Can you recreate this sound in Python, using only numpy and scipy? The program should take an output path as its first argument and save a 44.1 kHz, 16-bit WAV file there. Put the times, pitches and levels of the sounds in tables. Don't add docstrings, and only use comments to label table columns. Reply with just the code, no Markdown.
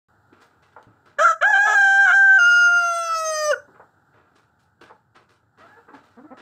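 import sys
import numpy as np
from scipy import signal
from scipy.fft import rfft, irfft
from scipy.io import wavfile
from scipy.ndimage import uniform_filter1d

SR = 44100
rng = np.random.default_rng(int(sys.argv[2]) if len(sys.argv) > 2 else 0)


def generate_wav(sig):
    pcm = np.round(np.clip(np.atleast_2d(sig).T, -1, 1) * 32767).astype(np.int16)
    wavfile.write(sys.argv[1], SR, pcm)


N = 282681
T = np.arange(N) / SR


def undb(db):
    return 10 ** (np.asarray(db) / 20)


def unit(x):
    return x / np.sqrt(np.mean(x ** 2))


def curves(rows):
    times, *columns = np.transpose(rows)
    return [np.interp(T, times, column) for column in columns]


def band(x, lo_hz, hi_hz, order=2):
    sos = signal.butter(order, [lo_hz, min(hi_hz, SR / 2 - 1)], "band", fs=SR, output="sos")
    return signal.sosfilt(sos, x + 1e-18)


def colour(x, points, peaks=(), size=4096):
    hz, db = np.transpose(points)
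    f = np.maximum(np.fft.rfftfreq(size, 1 / SR), 1)
    peaks_db = sum(gain / (1 + ((f - centre) / width) ** 2) for centre, width, gain in peaks)
    shape_db = np.interp(np.log(f), np.log(hz), db) + peaks_db
    cepstrum = irfft(np.log(undb(shape_db)))
    cepstrum[1:size // 2] *= 2
    cepstrum[size // 2 + 1:] = 0
    return signal.fftconvolve(x, irfft(np.exp(rfft(cepstrum))))[:len(x)]


def wander(hz):
    return unit(signal.sosfilt(signal.butter(2, hz, fs=SR, output="sos"), rng.standard_normal(N)))


def fade(t, t60):
    return np.exp(-np.log(1000) * t / max(t60, 1e-3))


def add(out, s, x):
    i = max(int(s * SR), 0)
    out[i:i + len(x)] += x[:N - i]


# f/Hz, gain/dB
RUMBLE_EQ = [(30, -46), (55, -22), (90, 0.5), (135, -2.5), (220, -11.5), (400, -33), (1500, -53.5)]
HUSH_EQ = [(60, -35), (280, -2.5), (600, -10), (850, 0), (1080, -12.5), (1400, 2.5), (1750, -10.5),
           (2200, -34.5), (4000, -26), (6400, -36), (7500, -25.5), (9000, -40.5), (15000, -36)]
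# t/s, level/dB
HUSH_RIDE = [(0, -62), (1.15, -63), (3.7, -60), (4.6, -67), (5.5, -68), (5.7, -58.5), (6.4, -65)]


def background(rumble_db=-67, flicker_db=1.1, dip_s=2.3, dip_width_s=.7, dip_db=-14):
    dip = dip_db * np.exp(-((T - dip_s) / dip_width_s) ** 2)
    hush_db, = curves(HUSH_RIDE)
    out = np.zeros(N)
    for eq, db in ((RUMBLE_EQ, rumble_db), (HUSH_EQ, hush_db)):
        bed = unit(colour(rng.standard_normal(N), eq))
        out += bed * undb(db + dip + flicker_db * wander(3.2))
    return out


# t/s, length/s, start pitch/Hz, end pitch/Hz, relative level/dB, roll-off/(dB/octave), beak peak/dB
CLUCK_CUES = [(0.323, 0.014, 305, 293, -52, 42, 8), (5.602, 0.078, 588, 728, -52, -2, 1),
              (5.668, 0.17, 803, 908, -56.5, -1, 26.5), (5.763, 0.046, 471, 460, -55, 7.5, 5.5),
              (5.93, 0.046, 287, 261, -48.5, 22, -8), (6.167, 0.047, 229.3, 263, -47, 4.5, -2),
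              (6.208, 0.022, 280, 238, -49, 15, 3.5), (6.233, 0.041, 284, 324, -45.5, 15, 4),
              (6.239, 0.19, 685, 617, -57, 0.5, 6), (6.304, 0.043, 235, 291, -42.5, 2.5, -23),
              (6.34, 0.01, 284, 264, -52, 10, 2)]


def clucks(beak_hz=1380, beak_width_hz=280, top_hz=1700, jitter=0.024, husk=0.2, gain_db=1):
    out, waver = np.zeros(N), wander(126)
    air = unit(band(rng.standard_normal(N), 460, 1530, order=4))
    k = np.arange(1, 13)[:, None]
    for s, length, start_hz, end_hz, db, fall_db, beak_db in CLUCK_CUES:
        progress = np.linspace(0, 1, int(length * SR))
        now = (int(s * SR) + np.arange(len(progress))) % N
        hz = (start_hz + (end_hz - start_hz) * progress) * (1 + jitter * waver[now])
        phase = 2 * np.pi * np.cumsum(hz) / SR
        peak_db = beak_db * np.exp(-((k * hz - beak_hz) / beak_width_hz) ** 2)
        gain = undb(peak_db - fall_db * np.log2(k)) / (1 + (k * hz / top_hz) ** 8)
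        call = unit(np.sum(gain * np.cos(k * phase), axis=0)) + husk * air[now]
        add(out, s, undb(db + gain_db) * unit(call * np.sin(np.pi * progress ** 0.92)))
    return out


# f/Hz, gain/dB
LITTER_EQ = [(100, -14.5), (300, 7), (700, -1), (1400, 6.5), (2200, -6.5), (4000, -10), (6000, -17.5),
             (9000, -24), (15000, -47.5)]
# t/s, relative level/dB, treble tilt/(dB/octave), swell/s, t60/s
SCUFF_CUES = [(0.324, -52, -4.5, 0.0058, 0.9), (0.399, -52, 4, 0.027, 0.24), (0.621, -57.5, 0.5, 0.003, 1),
              (0.799, -57, -10, 0.012, 0.94), (0.826, -42, 5, 0.0032, 0.0054),
              (1.054, -50, -1, 0.0064, 0.37), (1.165, -47, -20, .008, 0.22),
              (3.742, -50.5, -15, 0.0068, 0.29), (4.125, -52, -7, 0.019, 0.67),
              (4.347, -55.5, 3, 0.014, 0.36), (4.587, -65, 7, 0.014, 0.31),
              (4.809, -41.5, -0.5, 0.006, 0.33), (5.146, -44.5, -1.5, 0.014, 0.25),
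              (5.286, -54, 3, 0.014, 0.29), (5.572, -47, -2, 0.014, 0.78),
              (5.877, -43.5, -19, 0.0078, 0.26), (5.933, -45.5, -2, 0.0074, 0.39),
              (6.03, -56.5, 1.5, .015, 0.7), (6.367, -41, -2, 0.011, 0.43)]


def scuffs(grain_db=3, catch_db=2, pivot_hz=1600, straw_db=-32, straw_spread_db=11):
    out, t, catching = np.zeros(N), T[:SR // 2], wander(70)
    for s, db, tilt_db, swell_s, t60 in SCUFF_CUES:
        noise, sizes = rng.standard_normal((2, len(t)))
        eq = [(hz, gain + tilt_db * max(np.log2(hz / pivot_hz), 0)) for hz, gain in LITTER_EQ]
        grains = noise * undb(grain_db * np.repeat(sizes, 30)[:len(t)])
        drag = undb(catch_db * np.roll(catching, -int(s * SR))[:len(t)])
        cracks = unit(colour(grains, eq) * drag)
        snaps = noise * undb(straw_spread_db * np.repeat(sizes, 90)[:len(t)])
        straw = undb(straw_db + 2 * tilt_db) * unit(band(snaps, 9000, 15500))
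        envelope = np.minimum(t / swell_s, 1) * fade(np.maximum(t - swell_s, 0), t60)
        add(out, s, undb(db) * (cracks + straw) * envelope)
    return out


# f/Hz, half-width/Hz, gain/dB
BOARD_MODES = [(593, 560, 0), (844, 16, 6), (1100, 19, -23), (1400, 48, -25), (1840, 140, -22)]
# t/s, relative level/dB, low body trim/dB
KNOCK_CUES = [(0.763, -36, -16), (3.681, -50.5, 7), (3.796, -39, -10), (4.897, -39, -31.5),
              (5.934, -41.5, -14)]


def knocks(rise_s=0.0017, contact_s=0.0042, t60=0.18, gain_db=-3.5, body_db=-3):
    out, t = np.zeros(N), T[:SR // 3]
    envelope = np.minimum(t / rise_s, 1) * fade(np.maximum(t - contact_s, 0), t60)
    for s, db, trim_db in KNOCK_CUES:
        push = rng.standard_normal(len(t))
        modes = sum(undb(gain) * band(push, max(hz - width, 50), hz + width, order=1)
                    for hz, width, gain in BOARD_MODES)
        wood = unit(band(modes, 410, 1560, order=4))
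        body = undb(body_db + trim_db) * unit(band(push, 220, 460))
        add(out, s, undb(db + gain_db) * (wood + body) * envelope)
    return out


# t/s, level/dB
THUD_CUES = [(.868, -47), (5.429, -60.5)]


def thuds(hz=112, rise_s=0.0035, t60=0.27):
    out, t = np.zeros(N), T[:SR // 3]
    envelope = np.minimum(t / rise_s, 1) * fade(t, t60)
    for s, db in THUD_CUES:
        earth = 0.607 * unit(band(rng.standard_normal(len(t)), 90, 450))
        add(out, s, undb(db) * (np.sin(2 * np.pi * hz * t) + earth) * envelope)
    return out


# t/s, length/s, rasp/0-1, period doubling/0-1, pitch shift/Hz
HOARSE_BURSTS = [(1.178, 0.025, .65, 0.53, 0), (1.214, 0.13, 0.54, 0, 0), (1.396, 0.047, 0.37, 0.18, 0),
                 (1.447, .105, .12, 0, -0.5), (1.55, .035, .55, 0.37, 0.5), (1.584, .078, .09, 0.01, -0.5),
                 (1.663, 0.09, .44, 0.42, 34.5), (1.979, 0.077, .09, 0.05, 1),
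                 (2.058, .065, 0.66, .35, -24.5), (2.378, 0.022, .1, 0.02, -1),
                 (2.951, 0.2, 0.06, 0.03, -0.5), (3.518, 0.036, 0.13, 0.24, 1)]


def hoarseness(high_register, edge_s=0.026, high_rasp=0.028, low_rasp=0.017):
    rasp, doubling, shift_hz = sum(
        np.outer(amounts, np.clip(.5 + np.minimum(T - s, s + length - T) / edge_s, 0, 1))
        for s, length, *amounts in HOARSE_BURSTS)
    rasp += np.where(high_register, high_rasp, low_rasp)
    return np.clip(rasp, 0, 1), np.clip(doubling, 0, 1), shift_hz


# t/s, f/Hz
SHORT_LINE = [(1.185, 554), (1.221, 649), (1.253, 695), (1.283, 663), (1.335, 643.5)]
RISE_LINE = [(1.41, 563), (1.425, 621.5), (1.442, 777), (1.49, 859.4), (1.52, 851), (1.546, 768.7),
             (1.58, 802), (1.655, 838), (1.756, 806.7)]
HOLD_LINE = [(1.775, 801), (1.891, 783.8), (2.051, 793.6), (2.073, 770.4), (2.083, 744.6), (2.115, 744.3),
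             (2.133, 788.2), (2.375, 775.3)]
LOW_LINE = [(2.39, 704.3), (2.504, 710.1), (2.6, 705), (2.764, 700.6), (3.072, 669), (3.186, 646.3),
            (3.302, 630.1), (3.5, 597)]


def syrinx(jitter=0.031, lurch=.03, flutter=0.00085, shimmer=0.079, breath=0.08, quadrupling=0.14,
           shudder_hz=33, shudder_depth=0.013, settled_s=2, settling_s=.25,
           choke_s=3.506, choke_hz_per_s=3900, lowest_hz=430):
    hz, = curves(np.vstack([SHORT_LINE, RISE_LINE, HOLD_LINE, LOW_LINE]))
    high_register = T < LOW_LINE[0][0]
    rasp, doubling, shift_hz = hoarseness(high_register)
    collapse_hz = choke_hz_per_s * np.maximum(T - choke_s, 0)
    hz = np.maximum(hz + shift_hz - collapse_hz, lowest_hz)
    unsettled = np.clip((settled_s - T) / settling_s, 0, 1)
    shudder = shudder_depth * unsettled * np.sin(2 * np.pi * shudder_hz * T + wander(4.1))
    roughness = rasp * (jitter * wander(280) + lurch * wander(130))
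    wobble = np.where(high_register, .0025, .0023) * wander(14)
    hz *= 1 + shudder + roughness + wobble + flutter * wander(70)
    phase = 2 * np.pi * np.cumsum(hz) / SR
    claps = unit(sum(np.cos(k * phase) * np.clip((18000 - k * hz) / 2000, 0, 1) for k in range(1, 30)))
    uneven = doubling * np.cos(phase / 2) + quadrupling * rasp * np.cos(phase / 4)
    force = 1 + uneven + shimmer * rasp * wander(190)
    air = breath * (rasp + 0.067) * (1 + np.cos(phase)) * rng.standard_normal(N)
    return claps * force + air


# f/Hz, gain/dB
HIGH_THROAT_EQ = [(250, -39.5), (450, -25.5), (750, -12), (1000, -24), (1300, -6), (1620, 0.5),
                  (1960, -29.5), (2220, -22), (2450, -25.5), (3200, -23), (4700, -49), (5900, -33),
                  (7100, -34.5), (9500, -56.5), (15000, -60)]
LOW_THROAT_EQ = [(280, -21), (500, -1), (1050, -25), (1470, -6), (2050, -33), (2830, -19.5), (3600, -38.5),
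                 (4250, -38), (4850, -29.5), (5600, -40), (6250, -27.5), (6900, -44), (8000, -39),
                 (10500, -56.5), (15000, -52.5)]
# f/Hz, half-width/Hz, gain/dB
HIGH_RESONANCES = [(2174, 110, 14), (3080, 66, 7), (3963, 100, 7), (4440, 180, -4.5), (7390, 160, 6)]
LOW_RESONANCES = [(2880, 110, 6.5), (5187, 140, 12), (6064, 110, 9.9), (6337, 52, 9.2), (8150, 100, 11),
                  (12080, 270, 3.8), (13590, 300, 5)]
# low edge/Hz, high edge/Hz, averaging time/s
VOICE_BANDS = [(200, 980, .02), (980, 1850, .02), (1850, 4350, .04), (4350, 16000, .12)]
# t/s, main band level/dB, then relative to it fundamental/dB, middle/dB, top/dB
SHORT_RIDE = [(1.19, -17.5, -6, -16.5, -26), (1.228, -19.5, 3.5, -18, -14.5), (1.254, -10, -27.5, -36, -30),
              (1.318, -19.5, -7.5, -37.5, -19), (1.335, -31, -6, -18.5, -20)]
LONG_RIDE = [(1.415, -24.5, -7.5, -14.5, -37.5), (1.427, -21, 2.5, -5, -16.5),
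             (1.435, -13.5, -13, -16.5, -37.5), (1.503, -15, -4, -24.5, -27),
             (1.547, -14, -9.5, -15.5, -31), (1.731, -19.5, -3, -10, -17), (1.755, -14, -9, -19, -24.5),
             (2.007, -12.5, -12, -25.5, -28.5), (2.135, -14.5, -15, -16.5, -29.5),
             (2.149, -12.5, -15, -33, -26.5), (2.251, -9, -21.5, -46.5, -40.5),
             (2.367, -12.5, -18.5, -44.5, -33), (2.378, -14, -14, -38, -35)]
LOW_RIDE = [(2.39, -15, -17.5, -20.5, -20.5), (2.45, -14.5, -20, -16, -21), (2.66, -15.5, -16, -20, -17),
            (2.702, -16, -14, -24.5, -24), (2.772, -14.5, -16.5, -23.5, -21.5),
            (2.946, -27, -3, -15.5, -10), (3.142, -23, -16, -19, -15.5), (3.164, -23, -9, -20, -11.5),
            (3.218, -29, 1, -17, -3.5), (3.472, -28.5, 3.5, -19, -2), (3.52, -27.5, 12.5, -8.5, -8.5),
            (3.535, -19, -10, -26, -34)]


def crow(attack_s=0.0048, release_s=0.016):
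    source, out = syrinx(), np.zeros(N)
    high = near_boards(colour(source, HIGH_THROAT_EQ, HIGH_RESONANCES))
    low = near_boards(colour(source, LOW_THROAT_EQ, LOW_RESONANCES))
    for ride, voice in ((SHORT_RIDE, high), (LONG_RIDE, high), (LOW_RIDE, low)):
        db, fundamental_db, middle_db, top_db = curves(ride)
        attack = np.clip(1 + (T - ride[0][0]) / attack_s, 0, 1)
        release = np.clip(1 - (T - ride[-1][0]) / release_s, 0, 1)
        for (lo, hi, span_s), trim_db in zip(VOICE_BANDS, (fundamental_db, 0, middle_db, top_db)):
            part = band(voice, lo, hi, order=5)
            rms = np.sqrt(np.abs(uniform_filter1d(part ** 2, size=int(span_s * SR))) + 1e-12)
            out += part * uniform_filter1d(attack * release * undb(db + trim_db) / rms, size=200)
    return out


def near_boards(x, share=0.73, t60=0.034):
    t = T[:SR // 10]
    echoes = rng.standard_normal(len(t)) * fade(t, t60) * (t > .002)
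    return x + share * signal.fftconvolve(x, echoes / np.linalg.norm(echoes))[:N]


def coop(x, wet_db=-13, low_t60=0.26, high_t60=0.27, build_s=0.012):
    t = T[:SR // 2]
    noise = rng.standard_normal(len(t))
    tail = band(noise, 67, 3800) * fade(t, low_t60) + band(noise, 3400, 21000) * fade(t, high_t60)
    tail *= np.minimum(t / build_s, 1)
    return x + undb(wet_db) * signal.fftconvolve(x, tail / np.linalg.norm(tail))[:N]


def scene():
    steps = undb(-3) * near_boards(scuffs(), share=0.65, t60=.14)
    birds = crow() + steps + knocks() + thuds() + clucks()
    return (coop(birds) + background())[None]


def record(dry, start_s=.085, top_hz=15550):
    high_cut = signal.ellip(10, .2, 80, top_hz, fs=SR, output="sos")
    return signal.sosfilt(high_cut, dry * (T > start_s))


dry = scene()
out = record(dry)
generate_wav(out)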